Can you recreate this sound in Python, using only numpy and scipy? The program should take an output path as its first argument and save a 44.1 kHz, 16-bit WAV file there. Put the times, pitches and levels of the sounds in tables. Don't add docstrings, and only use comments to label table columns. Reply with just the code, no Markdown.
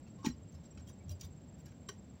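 import sys
import numpy as np
from scipy import signal
from scipy.fft import rfft, irfft
from scipy.io import wavfile
from scipy.ndimage import uniform_filter1d

SR = 44100
rng = np.random.default_rng(int(sys.argv[2]) if len(sys.argv) > 2 else 0)


def undo_db(level):
    steps = np.asarray(level, float) / 20
    return 10 ** steps


def wav_record(signal):
    frames = np.transpose(np.atleast_2d(signal))
    bounded = np.clip(frames, -1, 1)
    quanta = np.round(bounded * 32767).astype(np.int16)
    wavfile.write(sys.argv[1], SR, quanta)


N = 97020
LN_1000 = np.log(1000)


def add(out, start_s, x):
    i = int(start_s * SR)
    out[i:i + len(x)] += x[:N - i]


def band(x, low_hz, high_hz):
    sos = signal.butter(4, [low_hz, min(high_hz, SR / 2.2)], "band", fs=SR, output="sos")
    return signal.sosfilt(sos, x)


def fading(count, rate_hz):
    size = int(SR / rate_hz)
    once = uniform_filter1d(rng.standard_normal((2, count)), size)
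    z = uniform_filter1d(once, size)
    return (z[0] + 1j * z[1]) / z.std()


def hand_waver(count, depth):
    return 1 + depth * fading(count, 120)


def coloured_noise(spectrum, level_db, edge):
    hz = np.maximum(np.fft.rfftfreq(N, 1 / SR), 1)
    points = np.array(spectrum)
    gain_db = np.interp(np.log(hz), np.log(points[:, 0]), points[:, 1])
    x = irfft(rfft(rng.standard_normal(N)) * undo_db(gain_db) * edge(hz), N)
    return x * undo_db(level_db) / x.std()


# (frequency [Hz], density [dB per Hz])
AIR_SPECTRUM = [(15, -100), (25, -30), (71, -1.5), (183, -3), (216, -4), (419, -18.5), (544, -18),
                (1220, -33), (7200, -43.5), (9360, -76), (15800, -120)]
# (frequency [Hz], density [dB per Hz])
HISS_SPECTRUM = [(4820, -49), (8200, 5), (9550, 2), (10100, 3.5), (13700, -2), (15100, 12.5), (15900, 4.5)]


def air():
    knee_hz, knee_width_hz = 7900, 150

    def below(hz):
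        return 1 / (1 + np.exp(np.clip((hz - knee_hz) / knee_width_hz, -50, 50)))

    def above(hz):
        return (1 - below(hz)) * (hz < 16000)

    return coloured_noise(AIR_SPECTRUM, -53, below) + coloured_noise(HISS_SPECTRUM, -90.5, above)


# (start [s], length [s], level [dB])
WING_STROKES = [
    (0, 0.012, -10),
    (0.012, 0.025, -4.5),
]


def cricket():
    carrier_hz, sag_hz, level_db = 7562, 50, -61.5
    first_s, period_s, chirp_s = .0265, .0555, .040
    scatter_db, echo_width_hz, echo_share, echo_floor = 2.5, 290, .3, .1
    t = np.arange(N) / SR
    chirp = np.floor((t - first_s) / period_s)
    since = t - first_s - chirp * period_s
    scatter = scatter_db * rng.standard_normal((50, 2))
    size_db = scatter[chirp.astype(int) + 1].T
    shape = np.zeros(N)
    for (start_s, length_s, stroke_db), change_db in zip(WING_STROKES, size_db):
        swell = np.sin(np.pi * np.clip((since - start_s) / length_s, 0, 1))
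        shape += undo_db(stroke_db + change_db) * swell
    pitch_hz = carrier_hz + sag_hz * (.5 - since / chirp_s)
    tone = np.exp(2j * np.pi * np.cumsum(pitch_hz) / SR)
    echo = fading(N, echo_width_hz)
    return undo_db(level_db) * (tone * (shape * (1 + echo_share * echo) + echo_floor * echo)).real


def pushed_modes(table, waver):
    out, t = np.zeros(N), np.arange(SR // 2) / SR
    for start_s, hz, level_db, push_s, t60_s in table:
        swell = 1 - np.exp(-(t / push_s) ** 2)
        decay = np.exp(-LN_1000 * np.maximum(t - push_s, 0) / t60_s)
        tone = (np.exp(2j * np.pi * hz * t) * hand_waver(len(t), waver)).imag
        add(out, start_s, -undo_db(level_db) * swell * decay * tone)
    return out


# (time [s], frequency [Hz], level [dB], push [s], T60 [s])
KNOCK_EVENTS = [(.2455, 300, -31, .002, .05), (.2671, 238, -17.5, .0045, .022),
                (.2846, 225, -30, .003, .03), (.2972, 245, -34, .003, .08), (.29, 70, -43, .01, .3),
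                (.42, 100, -43, .02, .2), (.51, 155, -50, .02, .2), (1.06, 200, -50, .01, .1),
                (.53, 84, -43, .03, .3), (.77, 80, -44, .02, .2), (.88, 110, -48, .015, .15),
                (1.05, 88, -40, .02, .3), (1.095, 88, -35, .015, .2), (1.105, 600, -54, .01, .15),
                (1.07, 150, -46, .015, .2), (.2630, 238, -29, .002, .015), (.275, 150, -40, .008, .1),
                (1.28, 150, -50, .015, .2), (1.235, 88, -39, .01, .3), (1.888, 404, -44, .004, .1),
                (1.885, 120, -46, .006, .1)]


def knocks():
    return pushed_modes(KNOCK_EVENTS, 0)


# (time [s], frequency [Hz], level [dB], push [s], T60 [s])
PING_EVENTS = [(.066, 2670, -64, 0.0015, 0.054), (.180, 1074, -62.5, 0.0071, 0.5),
               (.228, 1090, -50.5, 0.0018, 0.069), (.241, 1084, -46, 0.0012, 0.039),
               (.246, 886, -35, 0.0051, 0.042), (.255, 988, -41, 0.0018, 0.04),
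               (.260, 2405, -32, 0.0024, 0.0085), (.548, 11400, -75.5, 0.0024, 0.044),
               (.774, 1310, -53, .002, 0.016), (.774, 2580, -55.5, 0.0016, 0.02),
               (.780, 3080, -60, 0.0027, 0.056), (.868, 3210, -61, 0.0054, 0.04),
               (.868, 11860, -72, 0.0018, 0.03), (.889, 5960, -54.5, 0.0066, 0.066),
               (.889, 9350, -64.5, 0.0035, 0.081), (1.0935, 5790, -39.5, 0.00095, 0.011),
               (1.2095, 5860, -40, 0.0023, 0.015), (1.210, 4640, -48.5, 0.00092, 0.033),
               (1.657, 11600, -63.5, 0.0017, 0.031), (1.887, 1118, -41, 0.0028, 0.034),
               (1.888, 2200, -45.5, 0.0037, 0.028), (1.888, 3160, -40, 0.0012, 0.018),
               (1.8865, 3990, -42, 0.0014, 0.022), (1.888, 5790, -40, 0.0017, 0.018),
               (1.888, 7540, -45.5, .002, 0.038), (1.887, 9360, -57.5, .003, .04),
               (1.888, 1620, -45.5, 0.0015, 0.026), (1.888, 4570, -48.5, 0.0017, 0.017),
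               (.25, 5717, -43, 0.0061, 0.054), (.295, 4081, -52.5, .006, 0.079),
               (0.33, 4860, -67, 0.0071, 0.066), (0.31, 5600, -59, .005, 0.064),
               (.517, 6300, -68, 0.0069, .2), (0.54, 5300, -66, 0.0094, 0.18),
               (0.7, 5700, -69.5, .008, .12), (.886, 3300, -54.5, 0.0027, 0.036),
               (1.093, 11800, -63, .002, .03), (1.097, 2840, -61.5, 0.0041, 0.098),
               (1.112, 5800, -56, .004, .05), (1.115, 4860, -59, .006, 0.09),
               (1.112, 9200, -63.5, 0.0036, 0.081), (1.21, 6870, -49, .002, 0.025),
               (1.209, 2900, -63, 0.0014, 0.023), (1.21, 9120, -52.5, .002, 0.017),
               (1.244, 3600, -61, 0.0031, 0.035), (1.248, 5940, -60, .003, .04),
               (1.657, 5400, -64, 0.0027, 0.046), (1.662, 4700, -66, .004, 0.044),
               (.229, 5700, -63, 0.0026, .04), (.262, 3000, -50, .004, 0.035),
               (.259, 4090, -40, 0.0018, 0.034), (0.28, 5975, -66.5, 0.007, 0.077),
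               (1.895, 5940, -52, .003, 0.079), (.069, 4400, -68, .004, .05),
               (1.665, 1650, -66, 0.0054, .08), (1.668, 2370, -70, 0.0072, 0.069),
               (1, 2280, -66.5, .008, 0.11)]


def tin_pings():
    return pushed_modes(PING_EVENTS, .18)


def struck_mode(x, hz, t60_s):
    pole = np.exp(2j * np.pi * hz / SR - LN_1000 / (t60_s * SR))
    return (signal.lfilter([1], [1, -pole], x) * hand_waver(len(x), .5)).imag


def rattle_clicks(shape):
    clicks_per_s, spread_db = 10000, 2.0
    u = rng.random((2, len(shape)))
    clicks = (u[0] < clicks_per_s / SR) * np.sign(u[1] - .5)
    sizes = undo_db(spread_db * rng.exponential(size=len(shape)))
    rattle = shape * (clicks * sizes + 0.87 * (u[1] - .5))
    return rattle / np.sqrt(np.sum(rattle ** 2))


# (frequency [Hz], level [dB], T60 [s])
LID_MODES = [(1100, -9, 0.016), (1430, -7, 0.0067), (1506, -20.5, 0.038), (1558, -19.5, 0.038),
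             (1894, -18, 0.052), (2200, -13.5, 0.013)]
# (frequency [Hz], level [dB], T60 [s])
WALL_MODES = [(2290, -20, .05), (2420, -20, .05), (2724, -19, .05), (2950, -17, .06), (3280, -13, .05),
              (3760, -15, .05), (4081, -17, .07), (4580, -15, .03), (4860, -18, .07), (5590, -10, .03),
              (5717, -13, .06), (5940, -12, .07), (6449, -20, .04), (6930, -16, .04)]
# (frequency [Hz], level [dB], T60 [s])
RIM_MODES = [(7500, -4, 0.013), (8350, -21, 0.028), (9350, -7, 0.023), (9840, -19, 0.034),
             (11000, -12, .02), (11860, -10, 0.02)]
# (low edge [Hz], high edge [Hz], level [dB])
SCRAPE_BANDS = [(1400, 3200, 9), (2500, 7000, 20), (8200, 14300, 7)]


def slip(length_s, parts_db):
    grip_db, grip_detune = 1.2, .006
    t = np.arange(SR // 8) / SR
    shape = (1 - np.exp(-(t / length_s / .3) ** 2)) * np.exp(-(t / length_s) ** 2)

    noise = rng.standard_normal(len(t)) * shape / np.sqrt(np.sum(shape ** 2))
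    _, wall_db, rim_db = parts_db
    out = undo_db(wall_db / 4 + rim_db * 3 / 4 + 28) * band(noise, 14400, 15800)

    parts = zip((LID_MODES, WALL_MODES, RIM_MODES), parts_db, SCRAPE_BANDS)
    for modes, part_db, (low_hz, high_hz, scrape_db) in parts:
        rattle = rattle_clicks(shape)
        grip = rng.standard_normal((14, 2))
        tone = np.zeros(len(t))
        for (hz, mode_db, t60_s), (louder, sharper) in zip(modes, grip):
            mode = struck_mode(rattle, hz * (1 + grip_detune * sharper), t60_s)
            tone += undo_db(mode_db + grip_db * louder) * mode
        scrape = undo_db(scrape_db) * band(rattle, low_hz, high_hz)
        out += undo_db(part_db) * (band(tone, 1000, 16000) + scrape)
    return out


# (time [s], length [s], lid level [dB], wall level [dB], rim level
# [dB])
RIM_SLIPS = [(0.067, 0.02, -55, -68, -93), (0.178, 0.034, -59, -63.5, -95), (0.228, 0.017, -58, -55.5, -88),
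             (0.2432, 0.011, -39, -41, -73), (0.251, 0.014, -38.5, -39.5, -66),
             (0.259, 0.0077, -30.5, -40, -52.5), (0.266, 0.02, -40, -45.5, -59),
             (0.282, 0.013, -53, -48, -72), (.297, .016, -52, -60, -84), (0.516, 0.013, -80, -65.5, -76),
             (0.542, 0.012, -60, -59.5, -83), (0.628, 0.036, -57.5, -60.5, -82),
             (0.772, 0.011, -55, -57.5, -95), (0.788, 0.022, -55, -60, -93), (0.867, 0.015, -62, -59, -66),
             (0.8827, 0.011, -57, -60, -63), (0.893, 0.012, -53, -58.5, -69),
             (1.078, .014, -77, -61, -73), (1.093, 0.0032, -64, -57, -62), (1.098, 0.023, -64, -52, -58),
              (1.108, 0.015, -72, -59, -58), (1.192, 0.015, -76, -58.5, -76),
              (1.206, 0.011, -77, -44.5, -55.5), (1.211, 0.008, -57, -77, -86),
              (1.226, 0.016, -51.5, -52.5, -64.5), (1.241, 0.016, -58, -52.5, -57),
              (1.574, 0.039, -62, -64, -69), (1.655, 0.0067, -58, -59.5, -71),
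              (1.662, 0.01, -58, -62.5, -74), (1.676, 0.017, -58, -63, -80), (1.711, 0.016, -57, -68, -79),
              (1.812, 0.0034, -76, -76, -80), (1.886, .003, -55, -53, -67), (1.8878, 0.0054, -33, -45, -62),
              (1.9, 0.036, -60, -61.5, -80)]


def can():
    out = np.zeros(N)
    for start_s, length_s, *parts_db in RIM_SLIPS:
        add(out, start_s, slip(length_s, parts_db))
    return out


def room_tail(x):
    t60_s, gap_s = 0.13, .004
    t = np.arange(SR // 3) / SR
    tail = rng.standard_normal(len(t)) * np.exp(-LN_1000 * t / t60_s) * (t > gap_s)
    return signal.fftconvolve(x, tail / np.sqrt(np.sum(tail ** 2)))[:N]


def scene():
    background = air() + cricket() + knocks()
    metal = can() + tin_pings()
    return (background + metal + undo_db(-10.5) * room_tail(metal))[None]


def top_cut(x):
    return signal.sosfilt(signal.butter(12, 16400, fs=SR, output="sos"), x)


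def record(dry):
    low_pass = signal.ellip(8, .2, 50, 16000, fs=SR, output="sos")
    mix = signal.sosfilt(low_pass, dry)
    return top_cut(mix)


dry = scene()
out = record(dry)
wav_record(out)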